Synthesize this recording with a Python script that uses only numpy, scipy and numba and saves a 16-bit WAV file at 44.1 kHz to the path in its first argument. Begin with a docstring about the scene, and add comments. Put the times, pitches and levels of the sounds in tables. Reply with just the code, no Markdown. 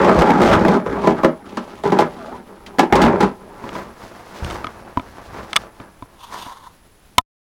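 """Hollow scrapes and knocks come first: a plywood box sled is dragged and shoved over a snowy plank floor
in an open shed, close to a small camera. Stick-slip pulses drive the modes of the box, and ice grains crackle.
Then filtered pulses make boots and clothes rustle, and fingers rub and tap the camera case as decaying sines.
Faint air and a thin whine lie beneath. Hard shoves clip the input and a limiter pulls the level down."""
import sys
import numpy as np
from scipy import signal
from scipy.fft import rfft, irfft
from scipy.io import wavfile
from scipy.ndimage import uniform_filter1d
from numba import njit

SR = 44100
rng = np.random.default_rng(int(sys.argv[2]) if len(sys.argv) > 2 else 0)


def transcribe(u):
    """Save the signal u as a 16-bit wav file named by the first command-line argument.

    u: samples, shape (n,) or (channels, n), limited to [-1, 1]; the rate is SR.
    q: integer samples, one column per channel.
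    """
    v = np.clip(np.atleast_2d(u).T, -1, 1)
    q = np.round(v * 32767).astype(np.int16)
    wavfile.write(sys.argv[1], SR, q)


N = 329427
T = np.arange(N) / SR
HIT_T = T[:SR // 4]  # time since a blow, s


def undb(db):
    """Decibels to amplitude gain."""
    return 10 ** (np.asarray(db) / 20)


def unit(x):
    """Scale to an rms of 1."""
    return x / np.sqrt(np.mean(x ** 2))


def unit_energy(response):
    """Scale an impulse response so that its squares sum to 1."""
    return response / np.sqrt(np.sum(response ** 2))


def decay(t, t60_s):
    """Exponential fade that loses 60 dB in t60_s."""
    return 1000 ** (-t / t60_s)


def add(out, start_s, x):
    """Mix x into out from start_s on."""
    i = int(start_s * SR)
    out[i:i + len(x)] += x[:N - i]


def colour(x, points, size=4096):
    """Causal filter through (Hz, dB) points, from the cepstrum of the log gain."""
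    hz, db = np.transpose(points)
    bin_hz = np.arange(1, size // 2 + 2) * SR / size
    log_gain = np.interp(np.log(bin_hz), np.log(hz), db) * np.log(10) / 20
    cepstrum = irfft(log_gain)
    cepstrum[1:size // 2] *= 2  # fold onto positive times: minimum phase
    cepstrum[size // 2 + 1:] = 0
    return signal.fftconvolve(x, irfft(np.exp(rfft(cepstrum))))[:N]


def band(x, hz, width_hz):
    """Resonant peak of unit gain."""
    return signal.lfilter(*signal.iirpeak(hz, hz / width_hz, SR), x)


def bandpass(x, order, low_hz, high_hz):
    """Butterworth band-pass."""
    sos = signal.butter(order, (low_hz, high_hz), "bandpass", fs=SR, output="sos")
    return signal.sosfilt(sos, x)


def walk(rate_hz):
    """Random level that glides to a new value rate_hz times a second; spread near 1."""
    hold = int(SR / rate_hz)
    steps = np.repeat(rng.standard_normal(N // hold + 1), hold)
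    return 1.5 * uniform_filter1d(steps, hold)[:N]


def slips(rate_hz, spread_db, patchy_db, patch_rate_hz):
    """Stick-slip pulses at random moments, a few much larger, coming in patches."""
    fired = rng.random(N) < rate_hz / SR
    size = undb(spread_db * rng.exponential(size=N)) * rng.standard_normal(N)
    return unit(fired * size * undb(patchy_db * walk(patch_rate_hz)))


def wavering(hz, width_hz, depth):
    """A tone whose strength and phase wander at about width_hz."""
    in_phase, quadrature = depth * walk(width_hz), depth * walk(width_hz)
    phase = 2 * np.pi * np.cumsum(hz + 0 * T) / SR
    return unit((1 + in_phase) * np.sin(phase) + quadrature * np.cos(phase))


def curves(table):
    """Columns over time; the first, a level, is at -120 dB outside the table."""
    s, db, *rest = np.transpose(table)
    return [np.interp(T, s, db, -120, -120)] + [np.interp(T, s, column) for column in rest]


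def swells(table, rise_db_s, fall_db_s):
    """Each row rises, holds from start to end and falls; the loudest leads. Level, and second column over level."""
    start, end, level_db, over_db = np.transpose(table)[:, :, None]
    before, after = np.maximum(start - T, 0), np.maximum(T - end, 0)
    each = level_db - rise_db_s * before - fall_db_s * after
    db = each.max(axis=0)
    return db, (each + over_db).max(axis=0) - db


def louder(db, over_db, bed_db, bed_over_db):
    """The louder of a swell and the bed it stands on, in both columns."""
    top_db = np.maximum(db, bed_db)
    return top_db, np.maximum(db + over_db, bed_db + bed_over_db) - top_db


def ring(modes, strike_db):
    """One response per blow: decaying sines, each mode struck with its own strength; peak 1."""
    t = HIT_T
    chance = rng.standard_normal(strike_db.shape + (2,))  # strength and pitch vary from blow to blow
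    out = 0
    for k, (hz, db, t60_s) in enumerate(modes):
        gain = undb(db + strike_db[:, k, None] + 2.0 * chance[:, k, :1])
        pitch_hz = hz * (1 + 0.028 * chance[:, k, 1:])
        out = out + gain * np.sin(2 * np.pi * pitch_hz * t) * decay(t, t60_s)
    out *= 1 - np.exp(-t / 0.00025)  # the contact builds up
    return out / np.abs(out).max(axis=1, keepdims=True)


def rumble(db):
    """Low shudder of the floor: noise from 45 to 110 Hz with an unsteady level."""
    low = bandpass(rng.standard_normal(N), 2, 45, 110)
    return undb(db + 3.4 * walk(15)) * unit(low)


# runners sliding over the planks, hauled, nudged or turned: start_s, end_s, box_level_db, grit_over_box_db
SLIDES = [(0, .35, -10.5, -23), (.375, .64, -13.5, -21), (.42, .49, -14, -14.5), (.645, .74, -14, -21),
          (.86, .99, -23, -24.5), (1.02, 1.06, -19.5, -19.5), (1.065, 1.09, -16.5, -21.5),
          (1.12, 1.19, -26.5, -20), (1.46, 1.8, -37.5, -13), (1.85, 1.91, -23.5, -18),
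          (1.93, 2.04, -23, -21.5), (2.1, 2.36, -37.5, -14.5), (2.93, 3.16, -15.5, -27),
          (3.205, 3.25, -17.5, -24)]


def slide_levels():
    """Box level and grit over it: the slides stand on a faint creak while the box is held."""
    settle_db, settle_grit_db, settle_end_s = -42.5, -19, 3.9
    rise_db_s, fall_db_s = 802, 241.5
    bed_db = settle_db - fall_db_s * np.maximum(T - settle_end_s, 0)
    return louder(*swells(SLIDES, rise_db_s, fall_db_s), bed_db, settle_grit_db)


# crushed ice spectrum: frequency_hz, relative_density_db (per Hz)
GRIT = [(1000, -21.5), (1800, -0.5), (3200, -1.5), (5500, -8.5), (8000, -16), (12000, -27), (15500, -31)]


def ice(grit):
    """Ice grains crackle under the runners: pulses through a bright, broad filter."""
    click = signal.unit_impulse(len(HIT_T))
    return signal.oaconvolve(grit, unit_energy(colour(click, GRIT)))[:N]


# modes of the hollow box: frequency_hz, width_hz, relative_level_db
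BOX = [(170.2, 28.2, 3.5), (251, 63, 2.5), (400, 64, -3.5), (622.5, 93, 0), (806, 105, -4),
       (1020, 171, -4.5), (1228, 260, -5.5)]
# panels between the modes: frequency_hz, relative_density_db (per Hz)
BOX_SKIN = [(60, -49.5), (150, -3), (400, 0), (1100, -5), (2400, -17), (3200, -36.5), (8000, -85.5)]


def box(push):
    """The push sounds the air and panels of the box: resonant modes and a broad skin between them."""
    click = signal.unit_impulse(len(HIT_T))
    soft = signal.lfilter(*signal.butter(2, 3000, fs=SR), click)  # a slip is a short push, not a spike
    modes = [(-1) ** k * undb(db) * band(soft, hz, width) for k, (hz, width, db) in enumerate(BOX)]
    out = 0
    for mode in modes:
        # the contact wanders along the runner, so each mode gets its own changing share of the push
        share = push * undb(1.8 * walk(25))
        out = out + signal.oaconvolve(share, mode)[:N]
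    out /= np.sqrt(np.sum(sum(modes) ** 2))
    skin = unit_energy(colour(click, BOX_SKIN))
    return out + undb(-5) * signal.oaconvolve(push, skin)[:N]


# box bumping on planks or slapped: start_s, level_db, crack_over_level_db, panel_start_pitch_hz
BUMPS = [(0.19, -8.5, -14, 600), (0.219, 5.5, -26.5, 453), (0.303, 9.5, -40, 425), (0.417, 4.5, -21.5, 420),
         (0.513, 4.5, -27.5, 1100), (0.611, -0.5, -46, 215), (0.649, 3.5, -30.5, 280),
         (0.682, 1, -23.5, 427), (0.861, -10.5, -31, 400), (1.072, 1.5, -29, 594), (1.233, -5, -26, 1020),
         (1.246, 5, -28.5, 493), (1.571, -10, -20.5, 296), (1.836, -13, -20.5, 616),
         (1.854, -8.5, -31, 269), (1.921, -1, -28.5, 330), (1.988, 0.5, -21.5, 582),
         (2.006, -13, -13.5, 500), (2.018, -3, -33, 198), (2.663, -34, -1.5, 323), (2.785, -2.5, -24, 256),
         (2.793, 2.5, -17.5, 705), (2.83, -6.5, -28.5, 300), (2.901, -19.5, -36, 400),
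         (2.925, 9.5, -30.5, 750), (2.955, -4, -8, 500), (3.017, 0, -9.5, 1535), (3.044, -6.5, -11, 1270),
         (3.206, -4, -18, 830), (3.229, -3, -24, 906)]


def bumps(push, grit):
    """Blows add chatter to the push and cracks to the grit; returns the struck panel and a contact tick."""
    blows = np.zeros(N)
    t = HIT_T
    noise = rng.standard_normal((len(BUMPS), 3, len(t)))
    for (start, level_db, crack_over_db, hz), (thud, crack, tick) in zip(BUMPS, noise):
        crack_db = level_db + crack_over_db
        fade = undb(level_db) * decay(t, 0.064)
        add(push, start, undb(-4.5) * fade * thud)
        add(grit, start, undb(crack_db) * crack * decay(t, 0.085))
        tone = np.sin(2 * np.pi * hz * t * (1 + 6.12 * t))  # pitch rises: the panel tightens as it is pressed
        panel = undb(-3) * fade * decay(t, 0.13) * (1 - np.exp(-t / 0.0018)) * tone
        sharp = np.diff(tick, prepend=0) * decay(t, 0.012)
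        add(blows, start, panel + undb(crack_db - 13.5) * sharp)
    return blows


# hard shoves that press the runners down: start_s, end_s, extra_force_db
SHOVES = [(0.42, 0.516, 9.5), (0.521, 0.562, 6), (2.927, 3.071, 13)]


def shove_force_db():
    """Extra force over time: a 2 ms rise, a hold and a 57 ms release for each shove."""
    force_db = 0
    for start, end, extra_db in SHOVES:
        force_db = force_db + extra_db * np.interp(T, (start - .002, start, end, end + 0.057), (0, 1, 1, 0))
    return force_db


# a runner squeaking as the sled turns, a curve through: time_s, level_db, pitch_hz
SQUEAK = [(2.15, -46, 794), (2.2, -37, 680), (2.27, -40.5, 602), (2.31, -36.5, 723), (2.35, -38, 993),
          (2.375, -53, 980)]


def squeak():
    """Runner squeak: a gliding tone and its octave, while a box panel hums along."""
    db, hz = curves(SQUEAK)
    tone = wavering(hz, 43, 0.21) + undb(-14.0) * wavering(2 * hz, 130, .8)
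    hum = wavering(BOX[1][0], 65, .9)
    return undb(db) * (tone + hum)


def sled():
    """Slips and bumps drive the box and the ice; shoves press both harder."""
    db, grit_over_db = slide_levels()
    force_db = shove_force_db()
    lurch = walk(60)  # the runners catch and let go, in box and ice alike
    push = undb(db + force_db + 1.3 * lurch) * slips(1500, 1.12, 0.99, 150)
    grit = undb(db + grit_over_db + 0.8 * force_db + 0.23 * lurch) * slips(5000, 1.7, 1.2, 90)
    blows = bumps(push, grit)  # also adds to push and grit
    return box(push) + blows + ice(grit) + rumble(db - 18.5 + force_db) + squeak()


# outdoor air spectrum: frequency_hz, relative_density_db (per Hz)
AIR = [(15, 9), (100, -6), (630, -18), (3100, -25.5), (9300, -32.5), (16400, -33)]


def air():
    """Still outdoor air as gently wavering filtered noise, and the thin whine of camera electronics."""
    hush = undb(-48.5 + walk(32)) * unit(colour(rng.standard_normal(N), AIR))
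    whine = undb(-66) * wavering(10050, 200, .4)
    return hush + whine


# boots shuffling in snow and coming to rest, a curve through: time_s, level_db, cloth_over_level_db
SHUFFLE = [(3.45, -53, -21), (3.66, -36.5, -12.5), (3.9, -44.5, -15), (4.3, -40.5, -9.5),
           (4.6, -36.5, -16.5), (4.93, -44, -13), (5.62, -38, -11), (5.78, -53.5, -40), (6.1, -52.5, -18.5),
           (7.17, -64.5, -9.5)]
# footfalls: start_s, end_s, level_db, cloth_over_level_db
FOOTFALLS = [(3.755, 3.78, -29.5, -15.5), (4.01, 4.05, -39, -10), (4.36, 4.42, -36, -9.5),
             (4.45, 4.53, -30, -12), (5.35, 5.38, -31, -16), (5.805, 5.82, -39.5, -17),
             (6.33, 6.38, -42, -4)]
# snow crunch spectrum: frequency_hz, relative_density_db (per Hz)
BOOTS = [(50, -27), (160, -3.5), (1000, -5), (1800, -12.5), (3500, -31), (7000, -70)]
# cloth hiss spectrum: frequency_hz, relative_density_db (per Hz)
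CLOTH = [(1000, -21.5), (1800, -13.5), (5500, -16.5), (9000, -26.5), (13000, -29.5), (15300, -31)]
# a heel landing on a loose plank: start_s, level_db
HEEL = [(4.424, -16), (4.4487, -16.5)]
# modes of that plank: frequency_hz, relative_level_db, t60_s
PLANK = [(79, 0, .15), (125, -7, .1)]


def walker():
    """Snow crunches under boots and sleeves hiss as filtered pulses; a heel rings a plank."""
    footfalls = swells(FOOTFALLS, rise_db_s=210, fall_db_s=114.5)
    db, cloth_over_db = louder(*footfalls, *curves(SHUFFLE))
    out = undb(db) * unit(colour(slips(3000, 1.5, 1.5, 70), BOOTS))
    out += undb(db + cloth_over_db) * unit(colour(slips(12000, 1.5, 1.2, 40), CLOTH))
    thumps = ring(PLANK, np.zeros((len(HEEL), len(PLANK))))
    for (start, level_db), thump in zip(HEEL, thumps):
        add(out, start, undb(level_db) * thump)
    return out + rumble(db - 12.5)


# modes of the camera case: frequency_hz, relative_level_db, t60_s
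CASE = [(117.6, -21.5, 0.068), (269, -7.5, 0.041), (692, -8.5, 0.04), (991, 10, 0.032), (1239, 7.5, 0.033),
        (1810, -12, 0.0245), (2210, 2, 0.011), (2988, -3, 0.013), (3472, -5.5, 0.02), (4320, -10.5, 0.0075),
        (5420, -16.5, 0.011), (6200, -14, 0.0089), (8250, -13.5, 0.0062), (10600, -21, 0.004)]
LID, SIDE = 3, 4  # rows of CASE where the lid and the side wall ring most
# taps and button clicks on the case: start_s, level_db, hardness_db_per_octave, place (0 lid to 1 side)
TAPS = [(3.64, -18.5, -6, 0.17), (3.691, -18.5, 0, 0.6), (3.753, -17.5, -2, 0.1), (4.446, -23.5, 9.5, 0.95),
        (4.501, -19, 4, 0.89), (4.509, -19, 5, 0.98), (4.644, -12, -2.5, 0.9), (4.669, -13.5, -1, 0.71),
        (4.973, -3.5, -7, 0.025), (4.996, -17, -5.5, 0.41), (5.531, -9, 4, 0.64), (5.5584, -7, 4, 0.94),
        (5.5631, 2, 7.5, 0.88), (5.569, -6, 5.5, 1), (5.801, -23, -5, 0.5), (6.024, -19.5, -6.5, 0.11),
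        (6.355, -26, -1.5, 0.18), (6.465, -23.5, -3, 0.33), (7.1818, 11, 4, 0.22)]


def taps():
    """Each contact rings the case; its hardness tilts the modes and its place favours lid or side."""
    start, level_db, hardness, place = np.transpose(TAPS)
    octaves = np.log2(np.array(CASE)[:, 0] / 1000)
    strike_db = np.outer(hardness, octaves)  # hard contacts reach the high modes
    strike_db[:, LID] -= 20 * place
    strike_db[:, SIDE] -= 20 * (1 - place)
    loose = bandpass(rng.standard_normal((len(TAPS), len(HIT_T))), 3, 1300, 4500)
    loose *= undb(1.8 * hardness[:, None] - 8.5) * decay(HIT_T, 0.014)  # loose parts chatter, most after hard taps
    out = np.zeros(N)
    for s, gain, tap in zip(start, undb(level_db), ring(CASE, strike_db) + loose):
        add(out, s, gain * tap)
    return out


# fingers rubbing the case: start_s, end_s, level_db, hiss_over_level_db
RUBS = [(6.225, 6.25, -40, -4.5), (6.35, 6.36, -27.5, -24), (6.38, 6.43, -34.5, -5), (6.46, 6.51, -37, -17),
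        (6.54, 6.585, -42, -15), (6.64, 6.68, -44.5, -14)]


def rubs():
    """Skin slips sound the lid mode, and the higher case modes as hiss."""
    db, hiss_over_db = swells(RUBS, rise_db_s=314, fall_db_s=264)
    skin = slips(12000, 1.4, 2.5, 60)
    hiss = 0
    for hz, mode_db, t60_s in CASE[SIDE + 3:]:
        width_hz = 17.0 / t60_s
        hiss = hiss + undb(mode_db) * band(band(skin, hz, width_hz), hz, width_hz)
    lid = unit(band(skin, CASE[LID][0], 120.0))
    return undb(db) * lid + undb(db + hiss_over_db) * unit(hiss)


# the thumb jolting the whole camera as it presses stop: start_s, level_db, pitch_hz, t60_s
PRESS = (7.1805, -9, 95, .04)


def press():
    """The jolt is one low decaying sine."""
    start, level_db, hz, t60_s = PRESS
    out = np.zeros(N)
    add(out, start, undb(level_db) * np.sin(2 * np.pi * hz * HIT_T) * decay(HIT_T, t60_s))
    return out


def shed(near):
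    """Wall reflections: a decaying noise response, dulled above 2 kHz, that starts after 6 ms."""
    t = T[:SR // 2]
    noise = signal.lfilter(*signal.butter(1, 2000, fs=SR), rng.standard_normal(len(t)))
    walls = noise * decay(t, .2) * (t > .006)
    return undb(-14) * signal.fftconvolve(near, unit_energy(walls))[:N]


def scene():
    """Sled and walker sound in the shed; the fingers and air reach the microphone directly."""
    near = sled() + walker()
    fingers = taps() + rubs() + press()
    return (near + shed(near) + fingers + air())[None]


@njit
def limiter(x, top, floor, attack, release):
    """Gain falls quickly when the level passes top and comes back slowly."""
    gain, level = np.empty(len(x)), 0.
    for i in range(len(x)):
        level += (abs(x[i]) - level) * (attack if abs(x[i]) > level else release)
        gain[i] = max(floor, min(1., top / (level + 1e-9)))
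    return gain


def record(dry):
    """The input clips, a limiter steered by the raw signal follows, the camera goes off, the top is cut."""
    attack_s, release_s, look_ahead_s = 0.0077, .06, 0.0034
    off_s, off_fade_s, top_hz = 7.216, 0.0025, 16500
    gain = limiter(dry[0], 0.44, 0.46, 1 / (attack_s * SR), 1 / (release_s * SR))
    x = np.clip(dry[0], -1.0, 1.0) * np.roll(gain, -int(look_ahead_s * SR))
    x = x * np.clip((off_s - T) / off_fade_s, 0, 1)
    x = signal.lfilter(*signal.butter(1, 25., "highpass", fs=SR), x)
    return signal.sosfilt(signal.ellip(10, .2, 80, top_hz, fs=SR, output="sos"), x)[None]


dry = scene()
out = record(dry)
transcribe(out)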